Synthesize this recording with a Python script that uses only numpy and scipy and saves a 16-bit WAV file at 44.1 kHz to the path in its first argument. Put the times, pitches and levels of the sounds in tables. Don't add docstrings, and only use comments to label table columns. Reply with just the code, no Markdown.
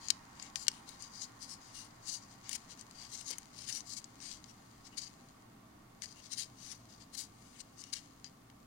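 import sys
import numpy as np
from scipy import signal
from scipy.fft import rfft, irfft, next_fast_len
from scipy.io import wavfile

SR = 44100
rng = np.random.default_rng(int(sys.argv[2]) if len(sys.argv) > 2 else 0)


def waveform_to_disk(signal):
    frames = np.transpose(np.atleast_2d(signal))
    scaled = np.clip(frames, -1, 1) * 32767
    samples = np.round(scaled).astype(np.int16)
    wavfile.write(sys.argv[1], SR, samples)


N = 381906

# (peak time [s], level [dB], rise [s], fall [s], body [dB], brightness [dB], facet pitch [Hz])
STROKES = [(0.081, -47, 0.051, 0.027, 0, -3, 3200), (0.453, -51, 0.0605, .029, 6.5, -2.5, 7250),
           (.568, -42, 0.0063, 0.0108, -8.5, -3, 5280), (.624, -43.5, 0.0355, 0.0207, -2, 3, 7340),
           (.75, -56, 0.0226, 0.0484, 8, 6.5, 3100), (.893, -51.5, 0.0173, 0.0547, 2, 1.5, 3940),
           (1.005, -47.5, 0.0091, 0.0522, 0.5, -0.5, 4940), (1.166, -47, 0.0333, 0.059, -4, -1.5, 4820),
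           (1.227, -38.5, 0.0129, 0.0179, -8, -4.5, 7070), (1.431, -43.5, 0.0172, 0.0227, -4, 2, 4980),
           (1.516, -43, 0.022, 0.0235, -6.5, 0.5, 5320), (1.685, -55, 0.063, 0.0334, 0.5, -4.5, 5050),
           (1.777, -45, 0.0259, 0.0477, -2.5, 2.5, 2859), (2.085, -37, 0.01106, 0.0136, -8.5, -.5, 2760),
           (2.134, -37.5, 0.045, 0.0264, -11, -2, 2916), (2.23, -56, 0.021, 0.022, -10, -8, 5600),
           (2.33, -56.5, 0.0309, 0.0195, -1, -3.5, 1980), (2.48, -50.5, .028, 0.026, 4, -9.5, 2180),
           (2.531, -40.5, 0.0228, 0.0144, 2, 5, 2290), (2.558, -33, 0.00844, 0.00413, 3.5, 7.5, 5430),
           (2.72, -47, 0.019, 0.0134, 1.5, -1, 3310), (2.805, -52.5, 0.0197, 0.014, 5, 3.5, 5940),
           (3.035, -47.5, .055, .035, 2, -2.5, 4700), (3.14, -42.5, .026, 0.0667, -5.5, 0, 2087),
           (3.293, -38, 0.0207, 0.0116, -4.5, -1, 6574), (3.312, -32, 0.00566, 0.00154, -5.5, 7.5, 3070),
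           (3.325, -41.5, 0.01435, 0.0146, 6, -3, 9000), (3.614, -46.5, 0.044, 0.061, 2.5, 0, 5380),
           (3.699, -35.5, 0.0158, 0.013, 3.5, 3.5, 4878), (3.757, -37.5, 0.0263, 0.0296, -2, 4.5, 5880),
           (3.918, -41.5, 0.0323, 0.0295, -7.5, 0.5, 7534), (3.977, -38, 0.00803, 0.0123, -3.5, 2.5, 7440),
           (4.254, -43.5, 0.0302, 0.042, 2, -0.5, 8460), (4.324, -45.5, 0.0221, 0.0335, -1.5, -2.5, 3300),
           (4.496, -54, 0.0133, 0.0141, 6, 2, 5530), (4.865, -50, 0.01304, 0.0136, -1, -4, 2020),
           (4.935, -58.5, 0.0108, 0.0128, 15, -3.5, 2890), (4.984, -33, 0.00702, 0.0063, -0.5, -0.5, 4480),
           (5.025, -42.5, .028, 0.024, -4, -1.5, 4700), (5.072, -47.5, 0.0098, 0.0068, -3, -12, 4740),
           (6.036, -40.5, 0.0091, 0.0124, 0, 1.5, 1980), (6.116, -53.5, 0.0547, 0.0188, -1.5, -1.5, 4870),
           (6.186, -54, 0.0194, 0.0197, 6.5, 0, 2790), (6.26, -52, 0.0272, 0.018, -2, -2, 3430),
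           (6.332, -36.5, 0.01527, 0.0117, -0.5, 0, 3980),
           (6.389, -34.5, 0.01338, 0.03325, -1.5, 2.5, 4000), (6.675, -48, 0.061, 0.06, 1, 1.5, 6420),
           (6.723, -41.5, 0.0152, 0.0074, 3, 3, 5530), (6.92, -56.5, .025, 0.042, -2, -4, 3500),
           (7.017, -53.5, 0.0156, 0.0175, 2, -3, 3530), (7.154, -41, 0.0126, 0.00304, -0.5, 7, 4157),
           (7.191, -37.5, 0.0141, 0.0329, -2.5, 4.5, 3945), (7.467, -61.5, 0.0844, 0.069, 2.5, 3.5, 2360),
           (7.585, -56, 0.038, 0.009, 9.5, 4, 8300), (7.605, -41.5, 0.00683, 0.0074, -0.5, -2, 8300),
           (7.811, -46.5, 0.0182, 0.0062, -13, -0.5, 8510), (7.859, -55.5, 0.061, 0.0406, 8, 2, 5850),
           (7.936, -29.5, 0.00506, 0.00384, -1, -1, 4096), (7.953, -42, 0.0102, 0.0252, 3.5, 1, 5610),
           (8.252, -48.5, 0.00425, 0.0187, 3.5, -6.5, 4900)]


def from_db(db):
    return 10 ** (np.asarray(db) / 20)


def unit_rms(x):
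    return x / np.sqrt(np.mean(x ** 2) + 1e-20)


def unit_energy(x):
    return x / np.sqrt(np.sum(x ** 2) + 1e-20)


def at_hz(points, hz):
    points_hz, values = np.array(points).T
    return np.interp(np.log(hz + 1), np.log(points_hz), values)


def add(out, time, sound):
    start = round(time * SR)
    first, last = max(start, 0), min(start + len(sound), N)
    if last > first:
        out[first:last] += sound[first - start:last - start]


def equalise(x, db_at):
    size = 2 * next_fast_len(x.shape[-1] // 2 + 256)
    cepstrum = irfft(np.log(from_db(db_at(np.fft.rfftfreq(size, 1 / SR)))))
    cepstrum[1:size // 2] *= 2
    cepstrum[size // 2 + 1:] = 0
    return irfft(rfft(x, size) * np.exp(rfft(cepstrum)))[..., :x.shape[-1]]


def room_noise(colour, channels, ripple_db=3.5):
    size = next_fast_len(N, True)
    hz = np.fft.rfftfreq(size, 1 / SR)
    waves_hz = np.geomspace(300, 4000, 130)
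    ripple = ripple_db * np.interp(hz, waves_hz, rng.standard_normal(len(waves_hz)), left=0, right=0)
    gain = from_db(at_hz(colour, hz) + ripple)
    white = rng.standard_normal((channels, size))
    return unit_rms(irfft(rfft(white) * gain, size)[:, :N])


def room_tone(rumble_db=-62, air_db=-64, wash_start_db=-60, sink_db_per_s=1.5, wash_right_db=4):
    # (frequency [Hz], relative level [dB])
    rumble_colour = [(15, -11.5), (28, -1), (45, -15.5), (60, 1), (80, -12), (118, 4), (140, -4),
                     (200, -0.5), (285, -1.5), (380, -21), (600, -40), (1100, -21), (1500, -38),
                     (4000, -49)]
    air_colour = [(30, -30), (120, -18), (210, -12.5), (295, -5.5), (380, -10), (560, -13), (760, -8.5),
                  (900, -15), (1200, -10), (1400, -19), (2000, -20), (2600, -22.5), (7000, -26),
                  (11000, -28.5), (15500, -29)]
    wash_colour = [(300, -17), (620, -10), (770, 0), (1050, 3.5), (1400, -5.5), (1850, -2), (2600, -14),
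                   (5000, -21), (12000, -38.5)]
    rumble = from_db(rumble_db) * room_noise(rumble_colour, channels=1)
    air = from_db(air_db) * room_noise(air_colour, channels=2)
    fade = from_db(wash_start_db - sink_db_per_s * np.arange(N) / SR)
    pan = from_db([[-wash_right_db / 2], [wash_right_db / 2]])
    wash = fade * pan * room_noise(wash_colour, channels=2)
    return rumble + air + wash


def slips(length, per_s, spread_db):
    sizes = from_db(spread_db * np.minimum(rng.exponential(1, length), 4))
    signs = rng.choice([-1, 1], length)
    return sizes * signs * (rng.random(length) < per_s / SR)


def film(force, body_db, bright_db, facet_hz, facet_db, grip_db, facet_width=0.0564):
    # (frequency [Hz], gain [dB])
    film_colour = [(400, -38), (1100, -30), (1800, -14.5), (3400, -13.5), (4100, -4.5), (5300, -6.5),
                   (6700, -3.5), (7400, -8), (9100, -10.5), (10800, -17.5), (12300, -26.5), (15500, -27.5)]
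    # (frequency [Hz], width [Hz], lift [dB])
    pack_modes = [(2216.5, 190, 5.5), (2853, 193, 7), (3159.6, 80, 6.5), (4100, 110, -0.5), (4752, 578, 6),
                  (5616, 154, 3), (6378, 1190, 3), (8070, 280, 2.5), (8910, 232, 5.5)]
    peaks = [*pack_modes, (facet_hz, facet_width * facet_hz, facet_db)]
    ripple_hz = np.geomspace(1000, 16000, 110)
    ripple = grip_db * rng.standard_normal(len(ripple_hz))

    def db_at(hz):
        modes = sum(lift / (1 + (2 * (hz - centre) / width) ** 2) for centre, width, lift in peaks)
        body = body_db * at_hz([(3000, 1), (4600, 0)], hz)
        bright = bright_db * at_hz([(6500, 0), (9500, 1)], hz)
        return at_hz(film_colour, hz) + modes + body + bright + np.interp(hz, ripple_hz, ripple)
    return equalise(force, db_at)


def creeping(ticks_per_s=90, tick_gain=0.68, fade_s=0.426, rest_db=-73, settle_db=-20, settle_s=0.0806):
    # (start [s], end [s], level [dB])
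    holds = [(0, 5.2, -64), (6.1, 8.2, -67.5)]
    force = rng.standard_normal(N) + tick_gain * unit_rms(slips(N, ticks_per_s, spread_db=3.5))
    whisper = film(force, body_db=4.5, bright_db=0.5, facet_hz=4700, facet_db=-0.5, grip_db=2)
    t = np.arange(N) / SR
    held = sum(from_db(level_db) * np.clip(1 + np.minimum(t - start, end - t) / fade_s, 0, 1)
               for start, end, level_db in holds)
    held_power = np.maximum(held, from_db(rest_db)) ** 2
    pushes = np.zeros(N)
    for time, level_db, *_ in STROKES:
        add(pushes, time, [from_db(level_db + settle_db) ** 2])
    settling_power = signal.lfilter([1], [1, -np.exp(-2 / (settle_s * SR))], pushes)
    return np.sqrt(held_power + settling_power) * unit_rms(whisper)


def rubbing(slips_per_s=12000, crackles_per_s=170, crackle_gain=0.39, judder_db=1.86):
    pinch_db, slide_db, blur_s = 11, 6, 0.0473
    out = np.zeros(N)
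    for time, level_db, rise, fall, *tone in STROKES:
        t = np.arange(-3 * rise, 3 * fall, 1 / SR)
        swell = np.exp(-.5 * (t / np.where(t < 0, rise, fall)) ** 2)
        grip_times = np.arange(t[0], t[-1], .005)
        judder = from_db(judder_db * np.interp(t, grip_times, rng.standard_normal(len(grip_times))))
        friction = unit_rms(slips(len(t), slips_per_s, spread_db=2))
        crackle = crackle_gain * unit_rms(slips(len(t), crackles_per_s, spread_db=2))
        facet_db = slide_db + (pinch_db - slide_db) * np.exp(-(rise + fall) / blur_s)
        rub = film((friction + crackle) * judder * swell, *tone, facet_db, grip_db=3)
        add(out, time + t[0], from_db(level_db) * unit_energy(rub) * np.linalg.norm(swell))
    return out


def small_creases(per_s=20, chances=6, over_stroke_db=19.5, spread_db=3, facet_db=11):
    cues = []
    for peak_time, level_db, rise, fall, body_db, bright_db, facet_hz in STROKES:
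        odds = per_s * 2 * (rise + fall) / chances
        for luck, (when, softness, detune) in zip(rng.random(chances), rng.standard_normal((chances, 3))):
            if luck < odds:
                time = peak_time + when * (rise if when < 0 else fall)
                push_db = level_db + 20 * np.log10(np.exp(-.5 * when ** 2))
                energy_db = push_db + over_stroke_db - spread_db * softness
                cues.append((time, energy_db, body_db - 1, bright_db, facet_hz * 2 ** (detune / 2), facet_db))
    return cues


def snapping(rebound=0.483, flutter=0.88, flutter_t60=0.01955):
    # (time [s], energy [dB], body [dB], brightness [dB], facet pitch [Hz], facet lift [dB])
    creases = [(0.085, -7, 0.5, -4, 6960, 12.5), (0.1036, 5.5, -1, .5, 3950, 8.5),
               (0.3982, -18.5, 6, -4, 4800, 12), (0.4253, -14.5, -1.5, 1.5, 7170, 14.5),
               (0.5577, -4.5, 7, -3.5, 10400, 10), (0.6686, -15.5, 13, -1.5, 4500, 10.5),
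               (.6821, 6, 2, 0, 7560, 4.5), (.716, -21.5, 6, 8, 5080, 12), (0.8912, -19, -2, 9, 3910, 13),
               (1.0234, -15.5, -19, -1, 8100, 8.5), (1.2186, -14.5, -3.5, -6.5, 8900, 5.5),
               (2.4933, -9.5, 8.5, 13.5, 6550, 8.5), (2.5302, -10, 1, 5.5, 2674, 8),
               (2.7936, -23, 0.5, -0.5, 5990, 17), (2.811, -19.5, -5.5, 6.5, 8020, 7),
               (2.911, -25.5, 1.5, 3.5, 6990, 0), (3.2118, -19.5, 10, 6, 8700, 10.5),
               (3.3834, -12.5, 14, 23.5, 6320, 17.5), (3.7258, -10, 1, -0.5, 5820, 11.5),
               (3.806, -16, -2, -8, 6200, 3.5), (4.043, -17.5, -4.5, -7, 7780, 8),
               (4.2032, -23.5, 5, -13, 5770, 11), (4.4417, -22.5, 2.5, -7, 3884, 3.5),
               (6.021, -13, 1, -5.5, 1980, 15.5), (6.058, -19, 2, -2.5, 4937, 4),
               (7.8392, -18.5, 4, 2, 5850, 6.5), (8.2444, -17, 0.5, -16, 8840, 3),
               (8.5004, -32, 13.5, 2, 2090, 11)]
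    out, t = np.zeros(N), np.arange(SR // 25) / SR
    for time, energy_db, *tone in creases + small_creases():
        scatter = irfft(np.exp(2j * np.pi * rng.random(len(t) // 2 + 1)), len(t))
        force = flutter * unit_energy(scatter * from_db(-60 * t / flutter_t60) * (t > .0003))
        force[0] += 1
        force[round(rng.uniform(.0004, .0006) * SR)] -= rebound
        snap = film(force, *tone, grip_db=1.14, facet_width=0.187)
        add(out, time, from_db(energy_db) * unit_energy(snap))
    return out


def nudging(band_hz=(260, 1000), decay_s=0.0089):
    # (time [s], level [dB])
    nudges = [(.558, -48), (3.306, -45), (3.324, -51.5), (3.334, -52), (6.73, -53)]
    out, t = np.zeros(N), np.arange(SR // 10) / SR
    dull = signal.butter(2, band_hz, "band", fs=SR, output="sos")
    for time, level_db in nudges:
        puff = unit_rms(signal.sosfilt(dull, rng.standard_normal(len(t))))
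        add(out, time, from_db(level_db) * puff * np.exp(-t / decay_s))
    return out


def far_microphone(x, lag_samples=23, scatter=0.64, scatter_t60=0.0324):
    # (frequency [Hz], gain [dB])
    shadow = [(500, -2), (1200, -13.5), (2200, -12.5), (4500, -20.5), (7000, -33.5), (10000, -20),
              (15000, -22)]
    t = np.arange(SR // 40) / SR
    decay = from_db(-60 * t / scatter_t60) * (t > lag_samples / SR)
    path = scatter * unit_energy(rng.standard_normal(len(t)) * decay)
    path[lag_samples] += 1
    shaded_path = equalise(unit_energy(path), lambda hz: at_hz(shadow, hz))
    return signal.oaconvolve(x, shaded_path)[:N]


def room_reverb(x, wet_db=-29.5, t60=0.265, damping_hz=7000):
    t = np.arange(SR // 2) / SR
    tail = rng.standard_normal((2, len(t))) * from_db(-60 * t / t60) * (t > .004)
    tail = signal.sosfilt(signal.butter(1, damping_hz, fs=SR, output="sos"), tail)
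    return from_db(wet_db) * np.array([signal.oaconvolve(x, unit_energy(side))[:N] for side in tail])


def scene():
    pack = rubbing() + creeping() + snapping() + nudging()
    return np.array([pack, far_microphone(pack)]) + room_reverb(pack) + room_tone()


def record(dry):
    cutoff_hz = 15900
    return signal.sosfilt(signal.ellip(10, .1, 70, cutoff_hz, fs=SR, output="sos"), dry)


dry = scene()
out = record(dry)
waveform_to_disk(out)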